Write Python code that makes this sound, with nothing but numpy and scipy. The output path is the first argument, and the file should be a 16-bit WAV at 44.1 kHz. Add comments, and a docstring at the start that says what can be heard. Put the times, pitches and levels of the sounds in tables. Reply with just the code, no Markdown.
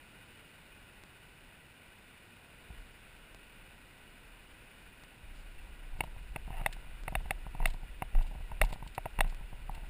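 """A river rushes faintly, with a few lone ticks, heard through a small camera strapped to an angler.
The angler shifts stance, then casts: the line swishes through the air and lands with a tiny plip.
Wading steps along the gravel bank follow. They shake the camera's mount, whose plastic parts knock
and rub, and grit crunches underfoot. The camera samples the sound coarsely and holds each sample,
which gives every sound a thin mirror image in the treble."""
import sys
import numpy as np
from scipy import signal
from scipy.fft import rfft, irfft
from scipy.io import wavfile
from scipy.ndimage import uniform_filter1d

SR = 44100
rng = np.random.default_rng(int(sys.argv[2]) if len(sys.argv) > 2 else 0)


def store_wav(level_fs):
    """Save 16-bit WAV to argv[1]."""
    pcm = np.round(np.clip(np.atleast_2d(level_fs), -1, 1) * 32767)
    wavfile.write(sys.argv[1], SR, pcm.T.astype(np.int16))


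N = 436149
TIME = np.arange(N) / SR

# the tone of the rapids inside the camera's case: (frequency [Hz], relative level [dB])
RIVER_TONE = [(20, 2), (32, 13.5), (55, 6), (110, 5), (200, 2.5), (400, -2.5), (750, -5), (1200, -8.5),
              (2000, -4), (2800, -3.5), (3200, -10.5), (4000, -13.5), (5000, -16.5), (6000, -20)]
# pitches that the air in the case boosts: (frequency [Hz], width [Hz], boost [dB])
AIR_RESONANCES = [(950, 300, 3), (1470, 376, 7.5), (1946, 100, 4.5), (2480, 410, 5), (2910, 150, 6.5),
                  (3620, 640, 4)]
# faint, sharp ticks: (time [s], relative level [dB])
LONE_TICKS = [(1.037, -42), (3.347, -42), (5.037, -43), (7.036, -42), (9.347, -43.5)]
# jolts of the body - two shifts of stance, the cast, then seven steps:
# (time [s], peak level [dB], swing rate [Hz], time to the widest swing [s], strap scuff level [dB])
BODY_JOLTS = [(2.695, -46, 54.5, 0.021, -78), (2.771, -41, 35.2, 0.019, -80),
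              (5.227, -44.5, 60, 0.012, -79), (5.917, -31, 24.2, 0.02, -72),
              (6.519, -34.5, 27.5, 0.053, -49.5), (7.587, -22, 25.2, 0.05, -52.5),
              (8.141, -15.5, 25.8, 0.029, -57), (8.604, -18.5, 33.6, .024, -57),
              (9.169, -22.5, 28.4, 0.048, -60), (9.681, -40, 26.8, 0.05, -58)]
# how much the moving body sways the mount, from the cast on: (time [s], relative level [dB])
BODY_MOTION = [(5.25, -51), (5.49, -52), (6.44, -47.5), (6.54, -45.5), (6.66, -48), (7.01, -48.5),
               (7.2, -40), (7.34, -45.5), (8.03, -50.5), (8.3, -45), (8.61, -45), (8.76, -45.5),
               (8.92, -53.5), (9.07, -50.5), (9.4, -47.5), (9.89, -47.5)]
# the tone of the swaying mount: (frequency [Hz], relative level [dB])
SWAY_TONE = [(15, -12.5), (24, -12.5), (31, 2.5), (42, -11.5), (60, -15.5), (100, -44), (200, -80)]
# the tone of the rumbling strap: (frequency [Hz], relative level [dB])
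STRAP_TONE = [(30, -36), (60, 12), (100, 1), (145, 2.5), (200, -16.5), (300, -12.5), (500, -20),
              (900, -37.5)]
# the notes at which the plastic case rings:
# (frequency [Hz], width [Hz], relative level [dB], change when hit at a panel's centre [dB])
CASE_NOTES = [(270, 300, -17.5, 25), (646, 67, -1.5, -10), (780.6, 108, 0.5, -15), (904, 200, 0.5, 11.5),
              (1152, 650, -8.5, -3.5), (1762, 270, -10.5, -8), (1952, 320, -2.5, -10),
              (2206, 170, -2.5, 3.5), (2693, 223, -1, 4), (3490, 150, -17.5, -13), (3747, 80, -18.5, -16),
              (4330, 740, -25, -10.5), (5490, 380, -29, -13.5)]
# clear knocks in the mount; harder ones sound brighter:
# (time [s], relative ring level [dB], hardness [dB], spot hit [-1 corner to 1 panel centre])
MOUNT_KNOCKS = [(2.703, -58, -22, .17), (6.006, -32, 2, 0.35), (6.037, -40.5, -11, 0),
                (6.36, -35, -4, 0.067), (6.477, -46.5, -18, -0.028), (6.504, -45.5, -18, 0.29),
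                          (6.613, -42.5, -7, -.1), (6.6611, -30, 2, -0.47), (7.079, -33.5, -5, -0.081),
                (7.123, -41.5, -19, 0.085), (7.152, -30, -1.5, -0.27), (7.257, -50, -8, 0),
                (7.3072, -30, -1.5, -0.3), (7.465, -46, -22, -.17), (7.549, -44, -12, 0.18),
                (7.602, -39.5, -15, 0.26), (7.626, -41, -10, .05), (7.6557, -32, 5, -0.46),
                (8.021, -31.5, -7, 0.1), (8.15, -42.5, -6, -.3), (8.187, -47, -9, 0.13),
                (8.351, -49.5, -22, -0.051), (8.516, -42, -12, .05), (8.6143, -24.5, 1.5, -0.4),
                (8.637, -40, -4.5, 0.36), (8.727, -40, -7.5, 0.059), (8.825, -45, -13, 0.11),
                (8.979, -30.5, -9.5, -0.069), (9.056, -30.5, -13, 0.018), (9.188, -32.5, -6, 0.076),
                (9.206, -27, 2.5, -0.45), (9.245, -42.5, -11, 0.046), (9.528, -48, -24, -0.15),
                (9.694, -43, -18, -0.12)]
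# the loudest stones grinding under a boot: (time [s], relative level [dB])
BOOT_CRUNCHES = [(6.0347, -46.5), (6.7263, -37.5), (7.6702, -38), (7.6992, -43), (7.737, -47.5),
                 (8.2187, -57), (8.6274, -41), (8.6477, -40), (8.723, -42.5), (8.736, -40), (8.875, -43.5),
                 (8.9487, -45), (9.2965, -46), (9.748, -47.5)]
# the jolts that are steps: (time [s], peak level [dB])
STEPS = [(s, db) for s, db, *_ in BODY_JOLTS if s > 5.8]

# Tugs, rattles and grit are set for a firm step. Their "follows" is dB gained per dB of stronger jolt.
FIRM_STEP_DB = -21.5


def from_db(db):
    """Turn decibels into a number to multiply a sound by."""
    return 10 ** (np.asarray(db) / 20)


def rms_one(x):
    """Scale a sound so that its average strength (rms) is 1."""
    return x / np.sqrt(np.mean(x ** 2) + 1e-20)


def add(out, s, sound):
    """Mix a sound into out, starting at s seconds."""
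    start = min(round(s * SR), N)
    out[start:start + len(sound)] += sound[:N - start]


def drift(rate_hz):
    """A curve that wanders at random around zero."""
    points = rng.standard_normal(2000)
    return np.interp(TIME * rate_hz, np.arange(len(points)), points)


def swell(t, rise_s):
    """A curve that starts at time 0, rises to 1 at rise_s, then dies away."""
    progress = np.maximum(t, 0) / rise_s
    return progress * np.exp(1 - progress)


def noise(tone, resonances=()):
    """Noise with the given tone, boosted around each resonance."""
    hz = np.maximum(np.arange(N // 2 + 1) * SR / N, 1)
    tone_hz, tone_db = np.transpose(tone)
    db = np.interp(np.log(hz), np.log(tone_hz), tone_db)
    for centre, width, boost in resonances:
        db += boost / (1 + (2 * (hz - centre) / width) ** 2) ** 2
    return rms_one(irfft(rfft(rng.standard_normal(N)) * from_db(db), N))


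def band(low_hz, high_hz):
    """A filter that keeps what lies between two frequencies."""
    return signal.butter(2, [low_hz, high_hz], "band", fs=SR, output="sos")


def river(level_db=-56.5, surge_db=0.4, burble_db=0.94):
    """Distant white water: a smooth rush whose middle range burbles a little."""
    rush = noise(RIVER_TONE, AIR_RESONANCES)
    middle = signal.sosfiltfilt(band(900, 3500), rush)
    loudness = from_db(level_db + surge_db * drift(2.5))
    burble = middle * (from_db(burble_db * drift(60)) - 1)
    return loudness * (rush + burble)


def ticks(gain_db=12.5, tail_s=0.00025):
    """Lone ticks, each a sharp spike with a tiny dull tail."""
    out, t = np.zeros(N), np.arange(SR // 200) / SR
    shape = (t == 0) + 0.35 * np.exp(-t / tail_s)
    for s, db in LONE_TICKS:
        add(out, s, -from_db(db + gain_db) * shape)
    return out


def mount_sway(sway_db, gain_db=4.0):
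    """The camera sways on its mount; after each jolt a deep swing grows and dies away."""
    sway = noise(SWAY_TONE)
    strength = np.sqrt(uniform_filter1d(sway ** 2, SR // 8) + 1e-6)
    out = from_db(sway_db + gain_db) * rms_one(sway / strength)  # dividing evens out the noise
    t = np.arange(SR) / SR
    for s, db, swing_hz, rise_s, _ in BODY_JOLTS:
        add(out, s, from_db(db) * swell(t, rise_s) ** 1.48 * np.sin(2 * np.pi * swing_hz * t))
    return out


def strap(sway_db, tug_db=-54, follows=0.7, tug_rise_s=0.053, scuff_lag_s=0.061, scuff_width_s=0.065):
    """The strap rumbles and creeps as the body moves; each jolt tugs it and makes it slide and scuff."""
    tugs, scuffs = np.zeros(N), np.zeros(N)
    for s, db, _, _, scuff_db in BODY_JOLTS:
        tugs += from_db(tug_db + follows * (db - FIRM_STEP_DB)) * swell(TIME - s, tug_rise_s)
        scuffs += from_db(scuff_db) * np.exp(-((TIME - s - scuff_lag_s) / scuff_width_s) ** 2)
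    rumble = noise(STRAP_TONE)
    creep = from_db(-10) * rubbing(slips_per_s=150, hardness_db=-13)
    slide = rubbing(slips_per_s=700, hardness_db=-6)
    movement = np.hypot(from_db(sway_db - 12), tugs)
    return movement * (rumble + creep) + scuffs * slide


def rubbing(slips_per_s, hardness_db):
    """Rubbing is many small slips, each one tapping the case."""
    slips = (rng.random(N) < slips_per_s / SR) * rng.standard_normal(N)
    return rms_one(signal.fftconvolve(slips, case_ring(hardness_db))[:N])


def case_ring(hardness_db, spot=0, rise_s=0.0011, touch_s=0.0012, low_hz=900, high_hz=2000):
    """One tap on the case: the spot hit sets the mix of notes, and a soft tap leaves high ones quiet."""
    t = np.arange(int(.06 * SR)) / SR
    hz, width, db, centre_db = np.array(CASE_NOTES).T[:, :, None]
    chance = rng.standard_normal((3, len(CASE_NOTES), 1))
    chance_db, phase, detune = 1.6 * chance[0], .5 * chance[1], .007 * chance[2]
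    fade = (1 - np.exp(-t / rise_s)) ** 2 * np.exp(-np.pi * width * t)  # wider notes die sooner
    # the parts stay in touch for a moment, so the ring builds up before it dies
    fade = signal.lfilter(np.ones(int(touch_s * SR)), [1], fade, axis=1)
    fade /= fade.sum(axis=1, keepdims=True)
    waves = np.sin(2 * np.pi * hz * (1 + detune) * t + phase)
    notes = from_db(db + spot * centre_db + chance_db) * fade * waves
    highness = np.clip(np.log(hz / low_hz) / np.log(high_hz / low_hz), 0, 1.25)
    return (notes * from_db(hardness_db * highness)).sum(axis=0) / np.sqrt(np.sum(notes ** 2))


def knocks(ring_gain_db=30, medium_ring_db=-39.5, thud_hz=140, thud_rise_s=0.0026):
    """The loose mount hits its stop as the body rocks: the case rings over a short, dull thud."""
    out, t = np.zeros(N), np.arange(SR // 20) / SR
    hits = []
    for s, ring_db, hardness_db, spot in MOUNT_KNOCKS:
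        # the thud grows more slowly than the ring, and is strongest at a panel's centre
        thud_db = -36.5 + 0.33 * (ring_db - medium_ring_db) + 5.5 * spot
        hits.append((s, ring_db, hardness_db, spot, thud_db))
    for s, ring_db, hardness_db, spot, thud_db in hits + rattles():
        add(out, s - .0005, from_db(ring_db + ring_gain_db) * case_ring(hardness_db, spot))
        pitch_hz = thud_hz * rng.uniform(0.81, 1.07)
        thud = swell(t, thud_rise_s) * np.sin(2 * np.pi * pitch_hz * t)
        add(out, s - .001, from_db(thud_db) * thud)
    return out


def line_swish(level_db=-69, peak_s=5.39, width_s=0.055):
    """The fishing line cuts the air with a brief hiss."""
    hiss = rms_one(signal.sosfilt(band(3300, 5600), rng.standard_normal(N)))
    return from_db(level_db) * np.exp(-((TIME - peak_s) / width_s) ** 2) * hiss


def line_plip(level_db=-52, start_s=5.582, pitch_hz=2700, fade_s=0.086):
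    """The line lands on the water with a tiny, quickly fading note."""
    t = np.maximum(TIME - start_s, 0)
    return from_db(level_db - 60 * np.minimum(t / fade_s, 2)) * np.sin(2 * np.pi * pitch_hz * t)


def gravel(gain_db=2, decay_s=0.0043, grains_per_s=4000):
    """Stones grind under a boot: each crunch is a quick burst of tiny clicks."""
    out, t = np.zeros(N), np.arange(SR // 25) / SR
    for s, db in BOOT_CRUNCHES + grit():
        grains = (rng.random(len(t)) < grains_per_s / SR) * rng.standard_normal(len(t))
        burst = signal.sosfilt(band(1900, 4400), grains * np.sqrt(t) * np.exp(-t / decay_s))
        add(out, s - .001, from_db(db + gain_db) * burst / np.abs(burst).max())
    return out


def grit(count=3, base_db=-51, follows=0.33, settle_s=0.14):
    """Small stones give way at random after each step: (time [s], relative level [dB])."""
    return [(s + settle_s * late, base_db + follows * (db - FIRM_STEP_DB))
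            for s, db in STEPS for late in rng.random(count)]


def rattles(count=3, gap_s=0.085, follows=0.15, loss_db=1, ring_db=-52, hardness_db=-15, thud_db=-42):
    """The mount settles after each step in ever softer taps, listed here for knocks() to play."""
    taps = []
    for s, db in STEPS:
        for k, (late, spot) in enumerate(rng.uniform(-.25, .25, (count, 2))):
            tap_s = s + gap_s * (k + 1 + late)
            change_db = follows * (db - FIRM_STEP_DB) - loss_db * k
            taps.append((tap_s, ring_db + change_db, hardness_db, spot, thud_db + change_db))
    return taps


def scene(standing_db=-66, still_db=-90):
    """Mix the river, the cast and the steps; the body is almost still until its first jolt."""
    sway_db = np.interp(TIME, *np.transpose(BODY_MOTION), left=standing_db)
    sway_db[TIME < BODY_JOLTS[0][0]] = still_db
    sway_db = uniform_filter1d(sway_db, SR // 30)  # smooth out sudden jumps
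    mix = river() + ticks() + knocks() + strap(sway_db) + mount_sway(sway_db)
    mix += gravel() + line_swish() + line_plip()
    return mix[None]


def record(dry, sampler_hz=12000, cutoff_hz=15200):
    """The camera holds each coarse sample, which mirrors the sound into the treble; the top is cut."""
    smooth = signal.sosfilt(signal.butter(10, 5750, fs=SR, output="sos"), dry)
    coarse = signal.resample_poly(smooth, sampler_hz, SR, axis=1)
    stairs = np.repeat(coarse, 4, axis=1)
    held = signal.resample_poly(stairs, SR, 4 * sampler_hz, axis=1)[:, :N]
    return signal.sosfilt(signal.ellip(8, .3, 70, cutoff_hz, fs=SR, output="sos"), held)


dry = scene()
out = record(dry)
store_wav(out)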